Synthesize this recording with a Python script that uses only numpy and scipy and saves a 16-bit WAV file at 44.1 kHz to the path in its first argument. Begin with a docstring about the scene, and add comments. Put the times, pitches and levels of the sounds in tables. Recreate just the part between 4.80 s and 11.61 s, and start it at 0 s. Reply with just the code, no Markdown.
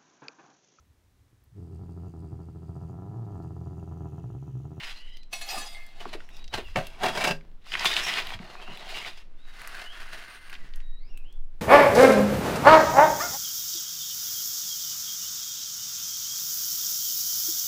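"""A garden with a wood-fired oven: a steel rake scrapes the bricks, a baking tray is set down and dragged,
then tray and peel grind over gritty stone. Friction and impact excite the normal modes of each body.
Embers and foil tick in short damped bursts, and the load knocks dully on wood and stone.
Birdsong and one short squeak scatter among the trees over a quiet hush. Moving air pushes
the microphone below the range of hearing, and a low rumble swells with handling bumps."""
import sys
import numpy as np
from scipy import signal
from scipy.fft import rfft, irfft, next_fast_len
from scipy.io import wavfile
from scipy.ndimage import uniform_filter1d

SR = 44100
rng = np.random.default_rng(int(sys.argv[2]) if len(sys.argv) > 2 else 0)


def store_wav(level_fs):
    """Save 16-bit WAV to argv[1]."""
    pcm = np.round(np.clip(np.atleast_2d(level_fs), -1, 1) * 32767)
    wavfile.write(sys.argv[1], SR, pcm.T.astype(np.int16))


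N = 300321
FFT_SIZE = next_fast_len(N + SR)
TIME_S = np.arange(N) / SR
FREQ_HZ = np.maximum(np.arange(FFT_SIZE // 2 + 1) * SR / FFT_SIZE, 1.)

# Friction strokes, in relative levels: start_s, length_s, first_db, last_db, lead_s, bass_db, treble_db
RAKE_STROKES = [(.53, 0.47, -41.5, -63, 0.026, -17.5, 1), (.69, 0.14, -33, -39, 0.055, -14.5, -2),
                (.96, 0.32, -53.5, -56, 0.058, -17, -14.5)]
TRAY_STROKES = [(1.961, 0.084, -24, -47.5, 0.0082, 6, -72), (2.03, 0.16, -43.5, -48.5, .02, -1, -19.5),
                (2.23, 0.086, -29, -37.5, 0.067, 4.5, -31.5), (2.335, .16, -32.5, -28.5, 0.079, 1, -16.5)]
PEEL_STROKES = [(4.79, 0.23, -40.5, -35, 0.29, -6, -44), (5.14, 0.29, -39.5, -40, 0.13, -6.5, -40),
                (5.52, 0.19, -40, -48, 0.25, -14, -29.5), (5.76, 0.26, -51, -56, 0.11, -14, -68)]
GRIT_STROKES = [(0, 0.094, -37.5, -37.5, .01, -20, -15), (.14, 0.24, -49, -66.5, .02, -12.5, -9),
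                (1.2, .15, -50, -51, 0.042, -2, -24), (1.4, 0.22, -59, -55.5, 0.055, -1.5, -12),
                (1.74, 0.077, -36, -45.5, 0.037, 0, -32.5), (1.85, 0.1, -56, -51, .03, -8.5, -13),
                (2.87, .06, -50, -39, .07, -13, -16), (2.94, .46, -29.5, -29.5, .05, -13, -19),
                (3.42, 0.11, -35.5, -41, 0.052, -4, -19.5), (3.6, 0.47, -51.5, -47, .03, 3, -37),
                (4.1, 0.18, -38.5, -38, 0.24, -7, -25), (4.33, 0.074, -54, -51, .05, -14, -12.5)]
# Catches that make the friction jump: time_s, jump_db
EDGE_CATCHES = [(0.528, 11), (0.611, 10), (1.203, 10.5), (1.33, 12.5), (1.738, 5), (1.777, 9.5), (2.234, 7),
                (2.259, 7.5), (2.284, 11.5), (2.351, 3.5), (2.373, 13), (2.408, 8), (2.44, 13), (2.472, 10),
                (2.509, 14), (3.054, 11), (3.265, -3.5), (3.382, -0.5), (3.538, 7.5), (4.14, -4),
                (4.374, 8), (5.201, 1.5), (5.33, 3.5), (5.702, 7), (5.729, 16), (5.75, 0), (6, -3)]
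# Normal modes (grit rings briefly all over the middle range): pitch_hz, level_db, t60_s
RAKE_MODES = [(705, -9, .15), (791, -8, .1), (1050, -10, .2), (1200, -9, .2), (1710, -4, .18),
              (2094, -8, .6), (2175, -5, .22), (2585, -6, .13), (3316, -6, .45), (3413, -7, .3),
              (3688, -7, .25), (3795, -10, .1), (4118, -10, .2), (4305, -11, .15), (4425, -9, .15),
              (4875, -5, .3), (5150, -12, .2), (5750, -11, .15), (6051, -10, .12), (6770, -9, .18),
              (7410, -13, .15), (7900, -15, .15), (8430, -15, .15), (9280, -14, .16), (9640, -16, .18),
              (10250, -15, .1), (10750, -17, .12), (11950, -16, .1), (13420, -19, .1)]
PEEL_MODES = [(700, -14, .03), (1250, -6, .015), (1480, -2, .012), (1650, 0, .012), (1880, -4, .2),
              (2040, 2, .08), (2600, -9, .012), (3800, -14, .005), (4340, -11, .015), (8500, -29, .003)]
GRIT_MODES = [(hz, -6 * np.log2(hz / 3100) ** 2, 45 / hz) for hz in 600 * 2 ** (np.arange(19) / 6)]
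# Resonances of the tray: pitch_hz, level_db
TRAY_RESONANCES = [(160, 6.5), (215, -1), (253, 4.5), (405, 3), (549, 5), (610, 10.5), (662, 7), (736, 7.5),
                   (875, 1.5), (1165, -11), (1610, 6), (2095, -12), (2200, -16), (2300, 4), (2700, 6),
                   (3300, 1), (3780, -9), (4285, -14), (4730, -14.5), (5005, -44)]
# Blows on steel: start_s, peak_db, centre_hz, width_octaves
RAKE_IMPACTS = [(.16, -44.5, 4030, 0.051), (.531, -27, 2730, 0.28), (.533, -38, 4350, 0.089),
                (.615, -37, 4260, 0.044), (.618, -38, 2590, .05), (.705, -30, 2590, .05),
                (.687, -26.5, 4930, 0.16), (.69, -35, 795, 0.38), (.86, -43, 3330, 0.037),
                (.86, -38, 4940, 0.1), (.947, -38.5, 2109, 0.028), (.947, -42.5, 3430, 0.14)]
TRAY_IMPACTS = [(1.96, -16.5, 736, 0.28), (1.962, -25.5, 544, 0.045), (2.5, -31.5, 160, 0.059),
                (3.88, -52, 420, .15), (4.07, -40, 686, 0.18), (4.125, -35.5, 690, .15),
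                (4.145, -31, 2230, 0.039), (4.17, -54.5, 336, 0.074), (4.215, -31.5, 2200, 0.026),
                (4.248, -27.5, 2200, 0.028)]
# Ticks of embers, foil and grit: start_s, peak_db, pitch_hz, snap_db
SHARP_TICKS = [(0.3705, -38, 3900, -45), (1.0653, -63, 2060, -41), (1.2544, -26, 910, -64),
               (1.404, -35.5, 1920, -60), (1.49, -36.5, 1960, -45), (1.568, -39, 4500, -43),
               (1.6423, -38, 3700, -62), (1.6792, -32, 3470, -55), (1.885, -39, 1390, -57),
               (1.9595, -13, 1570, -38), (2.069, -34.5, 3900, -32.5), (2.61, -43, 1840, -82),
               (2.8654, -44, 1080, -58), (2.9198, -22, 2250, -48), (2.9387, -16, 2170, -42),
               (2.9522, -14.5, 1890, -45), (2.995, -19, 3830, -45), (3.0467, -13, 1040, -20),
               (3.0579, -19, 3280, -25), (3.139, -15.5, 3540, -34), (3.1658, -10.5, 2630, -33),
               (3.3383, -20, 3270, -45), (3.3882, -19.5, 1980, -42), (3.4698, -25, 2740, -30),
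               (3.5045, -27, 1970, -43), (3.5215, -28, 990, -56), (3.5905, -32.5, 1790, -60),
               (3.6306, -37, 1350, -69), (3.6906, -58, 1060, -64), (3.745, -44, 3600, -58),
               (3.7533, -30, 1230, -66), (3.8, -35, 1700, -66), (3.878, -33, 1030, -66),
               (3.9734, -29.5, 2800, -39.5), (4.817, -30, 1680, -34.5), (4.848, -33, 1600, -55),
               (4.8745, -27.5, 1600, -26.5), (4.9687, -35, 1610, -41), (5.1541, -32.5, 1600, -52),
               (5.28, -36, 1950, -60), (5.6978, -34, 2410, -37), (5.728, -30, 1980, -51),
               (5.74, -35, 3580, -53), (5.752, -31, 2600, -52), (5.89, -46.5, 4130, -59),
               (6.003, -42, 2900, -70), (5.9371, -37, 2920, -62), (5.9594, -68, 6000, -38.5),
               (6.3747, -39, 2800, -37.5), (6.526, -61, 4460, -46.5)]
# Knocks of the load on wood and stone: start_s, peak_db, pitch_hz
DULL_KNOCKS = [(.765, -40, 218), (1.255, -35.5, 295), (1.35, -31, 393), (1.741, -35.5, 82.5),
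               (1.779, -29, 368), (1.956, -25.5, 137), (2.499, -30, 160), (3.447, -45, 78.1),
               (3.548, -37, 79), (3.597, -35, 164), (3.884, -43, 163)]
# Spells of small ticks: start_s, length_s, ticks_per_s, typical_peak_db
CRINKLE_SPELLS = [(0.205, .25, 8.7, -50), (1.416, .28, 25, -49), (3.578, .45, 20, -49)]
# Bird notes and one short falling squeak:
# start_s, length_s, first_hz, last_hz, level_db, bend_exponent, flutter_share
WHISTLES = [(.12, .25, 2500, 3130, -55, .5, .03), (.17, .22, 1960, 2040, -63, 1, .03),
            (.25, .2, 3950, 4030, -65, 1, .02), (1.5, .22, 3650, 3860, -62, .25, .01),
            (1.835, .05, 2980, 2580, -47, 1, .01), (3.75, .22, 2330, 2980, -52, .6, .025),
            (4.57, .07, 3500, 3900, -65, .9, .01), (4.62, .16, 3900, 3740, -64, .9, .01),
            (4.87, .15, 2760, 2660, -58, .9, .01), (5.03, .12, 2700, 3450, -48, .9, .012),
            (5.54, .3, 2070, 1930, -62, 2, .012), (5.8, .2, 1900, 1880, -64, 1, .012),
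            (5.98, .2, 1880, 1870, -71, 1, .01), (6.01, .19, 3810, 3830, -67, 1, .006),
            (6.16, .165, 3830, 5800, -69, 1.15, .016), (6.19, .12, 2000, 2900, -68, 1.4, .015),
            (6.29, .15, 2900, 2480, -61, .6, .02), (6.43, .085, 2550, 3480, -60, .8, .016),
            (6.5, .05, 3430, 3400, -66, 1, .016)]
# Strength of the air's slow push and of a low rumble with handling bumps: time_s, push_db, rumble_db
PUSH_AND_RUMBLE_LEVELS = [(0.0, -33, -63), (0.97, -35.5, -76), (1.86, -33, -43.5), (2.12, -38, -52.5),
                          (5.29, -33.5, -70.5), (5.63, -45.5, -57), (5.84, -25.5, -65), (6.1, -24.5, -59),
                          (6.2, -28.5, -63.5), (6.64, -25, -67), (6.81, -35.5, -51.5)]
# Strength of the garden hush: time_s, level_db
HUSH_LEVELS = [(0, -67.5), (1.4, -61.5), (2.75, -62), (4.5, -64.5), (6.1, -62.5), (6.81, -63)]
# Spectra of the bare contact, the air's slow push, the rumble and the hush: frequency_hz, density_db
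CONTACT_SPECTRUM = [(59, -67.5), (100, -10.5), (287, -18.5), (386, -10.5), (530, -17.5), (601, -8.5),
                    (825, -7.5), (1060, -5), (2580, 0), (4020, -6), (15500, -62)]
PUSH_SPECTRUM = [(3, 9.5), (6, 9.5), (10, 18.5), (16, 19), (24, -0.5), (40, -15), (80, -66.5)]
RUMBLE_SPECTRUM = [(15, -7), (28, 2.5), (45, -1.5), (70, -9), (110, -17), (200, -53)]
HUSH_SPECTRUM = [(40, -4.5), (100, 2), (200, 0), (1000, -13), (2000, -17.5), (3500, -21), (5500, -28.5),
                 (9000, -43.5), (15500, -58)]

TICK_T60_S, KNOCK_T60_S = .019, .16


def rake_scrape():
    """Contact damping: pressed on the bricks, the steel keeps under half of its free ring time."""
    pressed_modes = [(hz, db, .45 * t60) for hz, db, t60 in RAKE_MODES]
    return friction(RAKE_STROKES, pressed_modes, fall_db_per_s=93, bare_db=-2, grain_db=3.5,
                    stutter_db=-.5, patchy_db=4, shift_hz=25.76, drift_share=.0005)


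def tray_drag():
    """Plate vibration: sliding friction drives the bending modes of the loaded tray."""
    return friction(TRAY_STROKES, loaded_tray_modes(), fall_db_per_s=359, bare_db=-2, grain_db=3,
                    stutter_db=-1, patchy_db=3.5, shift_hz=16.88, drift_share=.008)


def loaded_tray_modes():
    """Frequency-dependent damping: under the load, higher modes decay sooner."""
    return [(hz, db, min(.18 * (600 / hz) ** 1.4, .35)) for hz, db in TRAY_RESONANCES]


def peel_slide():
    """Damped resonance: stone rubs the peel, whose mostly short-lived modes give broad peaks."""
    return friction(PEEL_STROKES, PEEL_MODES, fall_db_per_s=153, bare_db=-2, grain_db=3.5,
                    stutter_db=1.5, patchy_db=2, shift_hz=18, drift_share=.01)


def grit_grind():
    """Roughness noise: on loose grit the bare contact outweighs the brief ringing."""
    return friction(GRIT_STROKES, GRIT_MODES, fall_db_per_s=314, bare_db=7.5, grain_db=3.5,
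                    stutter_db=2, patchy_db=5.5, shift_hz=30.38, drift_share=.05)


def friction(strokes, modes, fall_db_per_s, bare_db, grain_db, stutter_db, patchy_db, shift_hz,
             drift_share):
    """Forced vibration: rubbing drives modes whose strength and pitch vary as the contact shifts."""
    pressure, bass_db, treble_db = stroke_envelopes(strokes, fall_db_per_s)
    bare_force, modal_force = contact_forces(grain_db, stutter_db) * pressure
    out = undb(bare_db) * contact_noise(bare_force, bass_db, treble_db)
    force_slope = signal.lfilter([.5, 0, -.5], 1, modal_force)
    span = slice(max(int((strokes[0][0] - .3) * SR), 0), min(int((strokes[-1][0] + .7) * SR), N))
    count = span.stop - span.start
    total_power = sum(undb(db) ** 2 / t60 for _, db, t60 in modes) * np.log(1000) / SR
    usual_bass_db, usual_treble_db = np.median(np.array(strokes)[:, -2:], axis=0)
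    for hz, db, t60 in modes:
        # Low modes follow the stroke's bass, high modes its treble.
        tilt_db = (hz < 1000) * (bass_db - usual_bass_db) + (hz > 4500) * (treble_db - usual_treble_db)
        drive = force_slope[span] * undb(db + tilt_db[span] + patchy_db * wander(shift_hz, count))
        pitch_hz = hz * (1 + drift_share * wander(shift_hz / 2, count))
        phasor = np.exp(2j * np.pi * np.cumsum(pitch_hz) / SR)
        # A one-pole low-pass in a frame that turns with the mode acts as a resonator.
        pole = decay(1 / SR, t60)
        ring = (signal.lfilter([1 - pole], [1, -pole], drive * phasor.conj()) * phasor).imag
        out[span] += 2 * ring / np.sin(2 * np.pi * hz / SR) / np.sqrt(total_power)
    return out


def stroke_envelopes(strokes, fall_db_per_s, swell_db=30):
    """Power addition: strokes swell, hold a slope and die away; the loudest sets bass and treble."""
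    total_power, bass, treble = 1e-14, 0, 0
    for start_s, length_s, first_db, last_db, lead_s, bass_db, treble_db in strokes:
        level_db = np.interp(TIME_S, [start_s, start_s + length_s], [first_db, last_db])
        level_db -= swell_db * np.maximum(start_s - TIME_S, 0) / lead_s
        level_db -= fall_db_per_s * np.maximum(TIME_S - start_s - length_s, 0)
        power = undb(level_db) ** 2
        total_power += power
        bass += power * bass_db
        treble += power * treble_db
    return np.sqrt(total_power), bass / total_power, treble / total_power


def contact_forces(grain_db, stutter_db, catch_rise_s=.004, catch_t60_s=.094):
    """Rough contact: uneven grains drive hiss and ringing; pressure stutters and jumps at catches."""
    jump = 1
    for time_s, jump_db in EDGE_CATCHES:
        rise = np.clip((TIME_S - time_s) / catch_rise_s + .5, 0, 1)
        jump += rise * undb(jump_db) * decay(np.maximum(TIME_S - time_s, 0), catch_t60_s)
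    grains = rng.standard_normal((2, N)) * undb(grain_db * np.minimum(rng.exponential(size=N), 6))
    return jump * unit(grains * undb(stutter_db * wander(70)))


def contact_noise(force, bass_db, treble_db):
    """Direct radiation: the bare contact is heard as broadband noise in three bands."""
    spectrum = minimum_phase(CONTACT_SPECTRUM)
    lowpass = 1 / (1 + 1j * FREQ_HZ / 800) ** 2
    highpass = 1 / (1 + 4500 / (1j * FREQ_HZ)) ** 2
    low_cut = 1 / (1 + 170 / (1j * FREQ_HZ)) ** 2
    bass = filtered(force * undb(bass_db), unit(spectrum * lowpass * low_cut))
    middle = filtered(force, unit(spectrum * (1 - lowpass) * (1 - highpass)))
    treble = filtered(force * undb(treble_db), unit(spectrum * highpass))
    return bass + middle + treble


def steel_impacts(impacts, modes, rise_s=.001):
    """Free vibration: each blow favours the modes near its centre frequency, which then decay."""
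    hz, mode_db, t60 = np.transpose(modes)[:, :, None]
    t, out = TIME_S[:SR], np.zeros(N)
    rings = undb(mode_db) / t60 * decay(t, t60) * np.sin(2 * np.pi * hz * t) * np.minimum(t / rise_s, 1)
    for start_s, peak_db, centre_hz, width_octaves in impacts:
        chance_db = 1.5 * rng.standard_normal(len(modes))
        rolloff_db = 6 * (np.log2(hz[:, 0] / centre_hz) / width_octaves) ** 2
        clang = undb(chance_db - rolloff_db) @ rings
        onset = int(start_s * SR)
        out[onset:onset + SR] += undb(peak_db) * clang / np.abs(clang).max()
    return out


def bursts(events, t60_s):
    """Damped transients: a tick or knock is a band of decaying noise, with a treble snap if listed."""
    t = TIME_S[:8192]
    out = np.zeros(N + len(t))
    for start_s, peak_db, hz, *snap_db in events:
        pulse = (rng.standard_normal(len(t)) + 4 * (t == 0)) * decay(t, t60_s)
        body = signal.lfilter(*signal.butter(2, [hz / 1.4, hz * 1.4], "bandpass", fs=SR), pulse)
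        snap = signal.lfilter(*signal.butter(1, [4500, 14000], "bandpass", fs=SR), pulse)
        onset = int(start_s * SR)
        out[onset:onset + len(t)] += undb(peak_db) * body / np.abs(body).max()
        out[onset:onset + len(t)] += undb(snap_db).sum() * snap / np.abs(snap).max()
    return out[:N]


def crinkles(centre_hz=2210, spread_db=4, snap_db=-23, candidates=40):
    """A random point process: small ticks fall at chance moments within each spell."""
    ticks = []
    for start_s, length_s, ticks_per_s, typical_db in CRINKLE_SPELLS:
        delays_s = candidates * rng.random(candidates) / ticks_per_s
        peaks_db = typical_db + spread_db * rng.standard_normal(candidates)
        pitches_hz = centre_hz * 1.5 ** np.clip(rng.standard_normal(candidates), -2, 2)
        for delay_s, peak_db, hz in zip(delays_s, peaks_db, pitches_hz):
            if delay_s < length_s:
                ticks.append((start_s + delay_s, peak_db, hz, peak_db + snap_db))
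    return bursts(ticks, TICK_T60_S)


def birds_and_squeak(fade_s=.02):
    """Frequency modulation: fast flutter makes gliding whistles hoarse; the trees smear them."""
    out, flutter = 0, wander(700)
    for start_s, length_s, first_hz, last_hz, level_db, bend, flutter_share in WHISTLES:
        age_s = TIME_S - start_s
        fade = np.clip(np.minimum(age_s, length_s - age_s) / fade_s, 0, 1)
        glide = np.clip(age_s / length_s, 0, 1) ** bend  # a bend under 1 slides early, over 1 late
        pitch_hz = (first_hz + (last_hz - first_hz) * glide) * (1 + flutter_share * flutter)
        out += 2 ** .5 * fade * undb(level_db) * np.sin(2 * np.pi * np.cumsum(pitch_hz) / SR)
    return filtered(out, reverberation(t60_s=.3, direct_db=-4))


def push_and_rumble():
    """Infrasound: moving air pushes the microphone, beneath a low rumble with handling bumps."""
    time_s, push_db, rumble_db = np.transpose(PUSH_AND_RUMBLE_LEVELS)
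    push = unit(filtered(rng.standard_normal(N), minimum_phase(PUSH_SPECTRUM)))
    push /= np.sqrt(uniform_filter1d(push ** 2, size=SR // 4) + .96)  # evens out chance swells
    push *= undb(np.interp(TIME_S, time_s, push_db))
    rumble = unit(filtered(rng.standard_normal(N), minimum_phase(RUMBLE_SPECTRUM)))
    return push + undb(np.interp(TIME_S, time_s, rumble_db)) * rumble


def garden_hush():
    """Ambient noise: a quiet, dark hush whose uneven amplitude gives a faint crackle."""
    crackle = rng.standard_normal(N) * undb(2.6 * rng.exponential(size=N) + 1.7 * wander(8.8))
    level_db = np.interp(TIME_S, *np.transpose(HUSH_LEVELS))
    return undb(level_db) * filtered(unit(crackle), unit(minimum_phase(HUSH_SPECTRUM)))


def reverberation(t60_s, direct_db):
    """Scattering: the frequency response of a direct sound followed by fading echoes."""
    echoes = unit(rng.standard_normal(SR) * decay(TIME_S[:SR], t60_s)) / np.sqrt(SR)
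    echoes[0] += undb(direct_db)
    return unit(rfft(echoes, FFT_SIZE))


def minimum_phase(spectrum):
    """Causality: folding the cepstrum gives a causal response through the spectrum's points."""
    hz, db = np.transpose(spectrum)
    gain_db = np.interp(np.log(FREQ_HZ), np.log(hz), db)
    cepstrum = irfft(np.log(undb(gain_db)), FFT_SIZE)
    cepstrum[1:FFT_SIZE // 2] *= 2
    cepstrum[FFT_SIZE // 2 + 1:] = 0
    return np.exp(rfft(cepstrum))


def filtered(x, response):
    """Convolution, as a product of spectra."""
    return irfft(rfft(x, FFT_SIZE) * response, FFT_SIZE)[:N]


def wander(rate_hz, count=N):
    """Low-pass noise: random steps, smoothed twice, at unit RMS."""
    hold = int(SR / rate_hz)
    steps = np.repeat(rng.standard_normal(count // hold + 1), hold)
    return unit(uniform_filter1d(uniform_filter1d(steps, hold), hold)[:count])


def decay(time_s, t60_s):
    """Exponential decay, by 60 dB in t60_s."""
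    return 1000. ** (-time_s / t60_s)


def undb(db):
    """Amplitude ratio of a level in decibels."""
    return 10 ** (np.asarray(db, float) / 20)


def unit(x):
    """Normalisation to unit RMS."""
    return x / np.sqrt(np.mean(np.abs(x) ** 2))


def scene():
    """Superposition: the sounds at the oven, with brief echoes, add to the background."""
    oven = undb(-4.5) * rake_scrape() + undb(-6.5) * tray_drag()
    oven += undb(-9) * peel_slide() + undb(-10) * grit_grind()
    oven += steel_impacts(RAKE_IMPACTS, RAKE_MODES) + steel_impacts(TRAY_IMPACTS, loaded_tray_modes())
    oven += bursts(SHARP_TICKS, TICK_T60_S) + bursts(DULL_KNOCKS, KNOCK_T60_S) + crinkles()
    oven = filtered(oven, reverberation(t60_s=.16, direct_db=10.6))
    return (oven + birds_and_squeak() + garden_hush() + push_and_rumble())[None]


def record(dry):
    """Band limiting: the microphone path cuts steeply above 15850 Hz."""
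    return signal.sosfilt(signal.ellip(10, .2, 80, 15850, fs=SR, output="sos"), dry)


dry = scene()
out = record(dry)
store_wav(out)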